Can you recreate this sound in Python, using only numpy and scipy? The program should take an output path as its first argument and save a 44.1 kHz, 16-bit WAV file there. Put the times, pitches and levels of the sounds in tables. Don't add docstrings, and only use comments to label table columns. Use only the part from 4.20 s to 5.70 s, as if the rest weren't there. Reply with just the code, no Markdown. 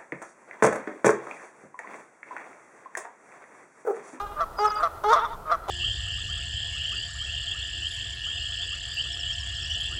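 import sys
import numpy as np
from scipy import signal
from scipy.fft import rfft, irfft, next_fast_len
from scipy.io import wavfile
from scipy.ndimage import map_coordinates

SR = 44100
rng = np.random.default_rng(int(sys.argv[2]) if len(sys.argv) > 2 else 0)


def store_wav(level_fs):
    pcm = np.round(np.clip(np.atleast_2d(level_fs), -1, 1) * 32767)
    wavfile.write(sys.argv[1], SR, pcm.T.astype(np.int16))


def volts_from_decibels(level):
    exponent = np.asarray(level, float) / 20
    return 10 ** exponent


N = 66150
T = np.arange(N) / SR


def unit(x):
    return x / np.sqrt(np.mean(x ** 2) + 1e-20)


def along(points, hz):
    f, v = np.transpose(points)
    return np.interp(np.log(hz + 1), np.log(f + 1), v)


def wobble(knots_per_s, size=N):
    return map_coordinates(rng.standard_normal(1600), [np.arange(size) * knots_per_s / SR])


def coloured(x, points):
    m = next_fast_len(N + 8192)
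    gain = volts_from_decibels(along(points, np.fft.rfftfreq(m, 1 / SR)))
    return irfft(rfft(x, m) * gain, m)[:N]


def noise(points):
    return unit(coloured(rng.standard_normal(N), points))


def humps(peaks, hz):
    return sum(db * np.exp(-((hz - c) / w) ** 2) for c, w, db in peaks)


# f/Hz, level/dB per Hz
AIR = [(88, -62), (150, -19.5), (346, -5), (920, -2.5), (1050, -5), (1380, -2), (1670, -20.5), (2600, -32),
       (3380, -75), (5720, -120)]
# f/Hz, level/dB per Hz
HISS = [(1470, -32), (2500, -2), (3550, -4.5), (15600, -5.5)]
# t/s, level/dB
LEAVES = [
    (0.0, -68.5),
    (0.94, -67.5),
    (1.5, -70.5),
]
# f/Hz, level/dB per Hz
RUMBLE = [(8.8, -33), (15, 4), (37, 0), (80, -5.5), (209, -18), (300, -32), (390, -63), (660, -120)]


def background():
    air_db, hiss_db, rumble_db, gusts_db = -45.5, 10, -47, 1.2
    air = noise([(90, -120), *AIR, (5000, -70)]) * volts_from_decibels(air_db + 0.36 * wobble(6.26))
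    breeze_db = np.interp(T, *np.transpose(LEAVES))
    hiss = noise([(900, -40), *HISS]) * volts_from_decibels(hiss_db + breeze_db)
    rumble = noise([(8, -40), *RUMBLE, (600, -60)]) * volts_from_decibels(rumble_db + gusts_db * wobble(6.83))
    return air + hiss + rumble


# t/s, f/Hz, level/dB
WHISTLES = [
    [(0.367, 5080, -60), (0.389, 4870, -40.5), (0.403, 4840, -37.5), (0.419, 4668, -46), (0.426, 4700, -50)],
    [(0.461, 5400, -56), (0.465, 5400, -48), (0.481, 4980, -40), (0.493, 5050, -59), (0.505, 4960, -36),
     (0.517, 4600, -56)],
    [(0.552, 4900, -58), (0.56, 4820, -39.5), (0.572, 4720, -54), (0.588, 4818, -43.5), (0.594, 4771, -54),
     (0.602, 4563, -56), (0.609, 4500, -67)],
]
# t/s, length/s, from f/Hz, to f/Hz, level/dB
FLICKS = [
    (.424, .006, 4500, 7000, -53),
    (.451, .011, 7300, 9100, -55),
    (.515, .005, 4800, 6900, -52),
    (.524, .012, 6600, 6400, -61),
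    (.538, .014, 6700, 9000, -57),
    (.603, .006, 6600, 8400, -56),
    (.61, .007, 7600, 10000, -62),
]


def songbird():
    second_s, second_db = .0045, -4
    out = np.zeros(N)
    for rows in WHISTLES:
        s, hz, db = np.transpose(rows)
        level = np.sqrt(2) * volts_from_decibels(np.interp(T, s, db, -120, -120))
        out += level * np.sin(2 * np.pi * np.cumsum(np.interp(T, s, hz)) / SR)
    for s, length, from_hz, to_hz, db in FLICKS:
        u = np.clip((T - s) / length, 0, 1)
        hz = (from_hz + (to_hz - from_hz) * u) * (1 + .03 * wobble(600))
        note = volts_from_decibels(db + 8) * np.sin(np.pi * u) * np.sin(2 * np.pi * np.cumsum(hz) / SR)
        out += note + volts_from_decibels(second_db) * np.roll(note, round(second_s * SR))
    return out * volts_from_decibels(2.2 * wobble(300))


# f/Hz, t60/s
POND = [(400, 1.8), (1300, 0.47), (2500, 1.01), (6000, 0.21)]
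# f/Hz, level/dB
WALL = [(300, -19.5), (830, -4), (1080, -20), (1200, -9), (1350, 2.5), (1700, -3), (3500, -3.5), (8000, -8)]


def pond(x):
    pre_delay_samples = 900
    hz, t, z = signal.stft(rng.standard_normal(SR), SR, nperseg=256)
    decay = volts_from_decibels(-60 * t / along(POND, hz)[:, None])
    tail = signal.istft(z * decay, SR, nperseg=256)[1]
    late = np.pad(x, (pre_delay_samples, 0))
    return coloured(signal.fftconvolve(late, tail / np.linalg.norm(tail))[:N], WALL)


def bounce(x, taps, colour):
    smear_t60_s = .01
    t, answer = np.arange(800) / SR, np.zeros(SR // 3)
    for s, db in taps:
        smear = (t == 0) * 11 + rng.standard_normal(len(t)) * volts_from_decibels(-60 * t / smear_t60_s)
        answer[round(s * SR):][:len(t)] += volts_from_decibels(db) * unit(smear) / np.sqrt(len(t))
    return coloured(signal.fftconvolve(x, answer)[:N], colour)


# delay/s, level/dB
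CLEAR_WALLS = [(.062, -7.5), (.118, -8), (0.201, -17.5)]
FLUTTER_WALLS = [(.057, -20.5), (.122, -17), (.146, -19)]
# f/Hz, level/dB
CLEAR_WALL = [(300, -2), (450, -11.5), (830, -6), (925, 1), (1080, -4.5), (1270, -0.5), (1400, -1.5),
              (3500, 1), (8000, -14.5)]


def walls(clear, flutter):
    return bounce(clear, CLEAR_WALLS, CLEAR_WALL) + bounce(flutter, FLUTTER_WALLS, WALL)


# f/Hz, level/dB
RASP = [(300, -22), (600, -12.5), (1200, 24), (2500, -5), (3600, -9), (12000, -27)]


def voice(base_hz, lines_db, level_db, jitter, shimmer_db, rasp_db):
    n = len(base_hz)
    base_hz = base_hz * (1 + jitter * wobble(140.8, size=n))
    phase = 2 * np.pi * np.cumsum(base_hz) / SR
    k = np.arange(1, 76)[:, None]
    f = k * base_hz
    gain = volts_from_decibels(lines_db(k, f)) * (f < 13000)

    fast = wobble(700, size=n) * (f > 4800)
    slow = np.array([wobble(90, size=n) for _ in range(5)])[k[:, 0] % 5]
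    haze = 1 + .55 * np.clip(f / 2000 - 1.7, .25, 1) * (f > 1900) * (fast + slow)

    lines = gain * haze * np.cos(k * phase + 0.1213 * np.minimum(k, 12) ** 2)
    tone = lines.sum(0) / np.sqrt((gain ** 2).sum(0) / 2)
    breath = noise(RASP)[:n] * 2.9 * np.cos(phase / 2) ** 2
    return volts_from_decibels(level_db + shimmer_db * wobble(107, size=n)) * (tone + volts_from_decibels(rasp_db) * breath)


# f/Hz, level/dB
LEAD_THROAT = [(300, -9), (600, -2.5), (900, -2), (1220, 8), (1550, -1.5), (1850, -35), (3500, -29),
               (10000, -70)]
HONK_THROAT = [(300, -33), (500, -11.5), (670, 2), (1150, 9), (1330, 6.5), (1750, -17.5), (2040, -15.5),
               (2700, -29.5), (12000, -45)]
LEAD_SIDES_DB = [-26, -12.5, -10]
HONK_SIDES_DB = [-31, -30.5, -1.5]


def flipped(honk, lead, head, sag):
    flip, end, top_hz, db, snap_db = honk
    start, lead_hz, first_db, lead_rasp_db, last_db = lead
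    sag_hz_per_s, sag_bend = sag
    flip_s, peak_s, stop_s = 0.0018, .006, .004
    fade_db, dulls_db, honk_rasp_db = -8, -4, -16
    sides_fade_hz, sides_fade_db, snap_t60_s = 3110, -11, 0.072

    out, on = np.zeros(N), (T >= start) & (T < end + stop_s)
    t = T[on]
    up = np.clip((t - flip) / flip_s + .5, 0, 1)
    gone = np.clip((t - flip) / (end - flip), 0, 2)
    honk_hz = top_hz - sag_hz_per_s * (end - flip) * gone ** sag_bend
    hz = (1 - up) * lead_hz + up * honk_hz
    level = db + np.interp(t, [start, start + 0.0027, flip - .003, flip + peak_s, end, end + stop_s],
                           [-40, first_db, last_db, 0, fade_db, -30])
    rasp_db = (1 - up) * lead_rasp_db + up * (honk_rasp_db - 2.5 * gone)

    def shape(throat, sides_db, k, f):
        return along(throat, f) + np.array([0, *sides_db])[k % 4]

    def treble(k, f):
        dulling = (f > 2500) * f / 3600 * dulls_db * gone
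        return humps(head, f) + dulling + (k % 4 > 0) * sides_fade_db * (f > sides_fade_hz)

    def lines(k, f):
        hum = shape(LEAD_THROAT, LEAD_SIDES_DB, k, f)
        call = shape(HONK_THROAT, HONK_SIDES_DB, k, f) + treble(k, f)
        return (1 - up) * hum + up * call

    out[on] = voice(hz / 4, lines, level, jitter=0.0052, shimmer_db=1.13, rasp_db=rasp_db)

    after = np.clip(T - flip, 0, 1)
    puff_db = -60 * after / snap_t60_s - 13.4 * (after * top_hz / 4 % 1)
    puffs = np.clip(after / 0.0064, 0, 1) * volts_from_decibels(puff_db) * rng.standard_normal(N)
    f = np.geomspace(1500, 15000, 60)
    snap_colour_db = humps(head, f) - 5 * np.log2(f / 3000) - 12 * (f < 2800) - 14 * (f > 11600)
    return out + volts_from_decibels(db + snap_db) * coloured(puffs, np.c_[f, snap_colour_db])


# flip t/s, end t/s, top f/Hz, level/dB, snap level/dB
FLUTTER = [
    (0.205, 0.243, 675, -20.5, -38.5),
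    (0.629, 0.676, 690.5, -19, -11.5),
    (0.959, 0.996, 684, -19, -29),
    (1.314, 1.357, 690.5, -20, -16.5),
]
# t/s, f/Hz, first level/dB, rasp level/dB, last level/dB
LEADS = [
    (.145, 604.3, -21, -16.5, -7.5),
    (.562, 614.8, -17.5, -10, -7.5),
    (.94, 607.1, -26, -1, -9.5),
    (1.255, 626.5, -19, -13.5, -5.5),
]
# f/Hz, width/Hz, level/dB
FLUTTER_HEAD = [(3440, 380, 13), (4190, 300, 15.7), (4800, 230, 9), (5740, 450, 17.4)]
# rate/Hz per s, bend
SAG = (1250, 1.73)


def flutter_goose():
    return sum(flipped(honk, lead, FLUTTER_HEAD, SAG) for honk, lead in zip(FLUTTER, LEADS))


# flip t/s, end t/s, top f/Hz, level/dB, snap level/dB
BREAK = (.927, .958, 642, -15, -8)
# t/s, f/Hz, first level/dB, rasp level/dB, last level/dB
BREAK_LEAD = (.92, 600, -22, -12, -8)
# f/Hz, width/Hz, level/dB
CLEAR_HEAD = [(2514, 168, -18), (3570, 290, 22.5), (4370, 170, 9), (5620, 1080, 14), (8200, 180, 7),
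              (10600, 240, -2)]
# rate/Hz per s, bend
BREAK_SAG = (2150, 1.135)


def clear_goose_break():
    return volts_from_decibels(2.5) * flipped(BREAK, BREAK_LEAD, CLEAR_HEAD, BREAK_SAG)


# t/s, f/Hz, level/dB, half-pitch level/dB, gape/0-1
CLEAR_FADING = [(0, 401.4, -30, -1.5, 0.8), (0.046, 414.5, -34, -79, 0.69), (0.067, 397.1, -42, -20, 0.93),
                (.105, 413.4, -42, -30, 0.62), (.15, 414, -51, -10, 0.2)]
CLEAR = [
    [(.381, 406, -49, -1, 0.21), (.388, 398.5, -25.5, 10, 0.9), (.402, 415.3, -25, -55, 0.32),
     (.436, 420.8, -21.5, -65, 0.42), (.452, 429.8, -17.5, -60, 0.85), (.464, 417, -19.5, -32, 0.87),
     (.474, 424.5, -24.5, -20, 0.56), (.487, 425.6, -24.5, -7.5, 0.94), (.497, 374, -46, -19, 0.96)],
    [(.83, 405.3, -65, 24, 0.3), (.84, 413.6, -23.5, 10, 0.69), (.858, 415.4, -23, -52, 0.49),
     (.876, 425.5, -23, -63, 0.02), (.893, 426.2, -18.5, -15, 0.56), (.908, 455.4, -17.5, -48, 0.57),
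     (.919, 466, -17.5, -14, 0.74), (.929, 467, -17.5, -5.5, 0.82), (.938, 465, -25.5, -34, 0.83)],
    [(1.477, 413, -49, 22, 0.27), (1.485, 406, -28.5, 13, 0.5), (1.492, 388, -30.5, -13, 0.33),
     (1.5, 408, -19.5, -39, 0.25)],
]
# f/Hz, level/dB
CLEAR_SHUT = [(200, -31.5), (420, 0.5), (850, 2), (1270, -13), (1700, -28.5), (2100, -15), (2550, -30),
              (12000, -56.5)]
# f/Hz, level/dB
CLEAR_GAPE = [(420, -10), (850, -3), (1270, 21), (1700, 15.5), (2100, -14.5), (2550, 8), (3700, -1.5),
              (7000, 5.5)]
# f/Hz, width/Hz, level/dB
CLEAR_HEADS = [
    [(2500, 390, 3), (3510, 410, 9.3), (5540, 1100, 3.4)],
    [(2570, 150, -5.5), (3010, 290, 5.5), (3740, 510, 5.5), (5500, 910, 11.5), (7000, 840, 5.5)],
    [(2450, 240, -13), (3500, 330, 13.5), (4300, 180, 12), (5760, 940, 10), (8100, 240, 1.5),
     (10500, 360, 4)],
    [(2540, 230, 1), (3500, 700, 12.5), (5000, 400, 4), (7070, 1250, 10.5), (10600, 610, 16)],
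]
# t/s, level/dB
EFFORT = [(0, 10.5), (.06, -0.5), (.385, -2.5), (.44, -2.5), (.445, 2.5), (.458, 2), (.47, -5), (.5, -5),
          (.83, -2), (.89, 0), (.905, 3.5), (.94, -8), (1.48, 5.5)]


def clear_goose():
    head_rises, head_rest = 0.17, 0.39
    out = np.zeros(N)
    for rows, head in zip([CLEAR_FADING, *CLEAR], CLEAR_HEADS):
        s, *cols = np.transpose(rows)
        on = (T >= s[0]) & (T < s[-1])
        hz, db, half_db, gape = (np.interp(T[on], s, c) for c in cols)
        effort_db = np.interp(T[on], *np.transpose(EFFORT))

        def lines(k, f):
            throat = along(CLEAR_SHUT, f) + gape * along(CLEAR_GAPE, f)
            resonances = humps(head, f / (1 + head_rises * (gape - head_rest)))
            treble = resonances + effort_db * np.clip(f / 1500 - 1.5, 0, 1)
            return throat + treble + (k % 2) * half_db

        out[on] += voice(hz / 2, lines, db, jitter=.003, shimmer_db=0.56, rasp_db=-18 + 0.11 * half_db)
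    return out


def scene():
    turned_away_db, pond_db = -4, -16
    clear, flutter, flip = clear_goose(), flutter_goose(), clear_goose_break()
    geese = clear + flutter + flip
    echoes = walls(clear + volts_from_decibels(turned_away_db) * flip, flutter) + volts_from_decibels(pond_db) * pond(geese)
    return (geese + echoes + songbird() + background())[None]


def band_limit(x):
    return signal.sosfilt(signal.butter(12, 15700, fs=SR, output="sos"), x)


def record(dry):
    return band_limit(dry)


dry = scene()
out = record(dry)
store_wav(out)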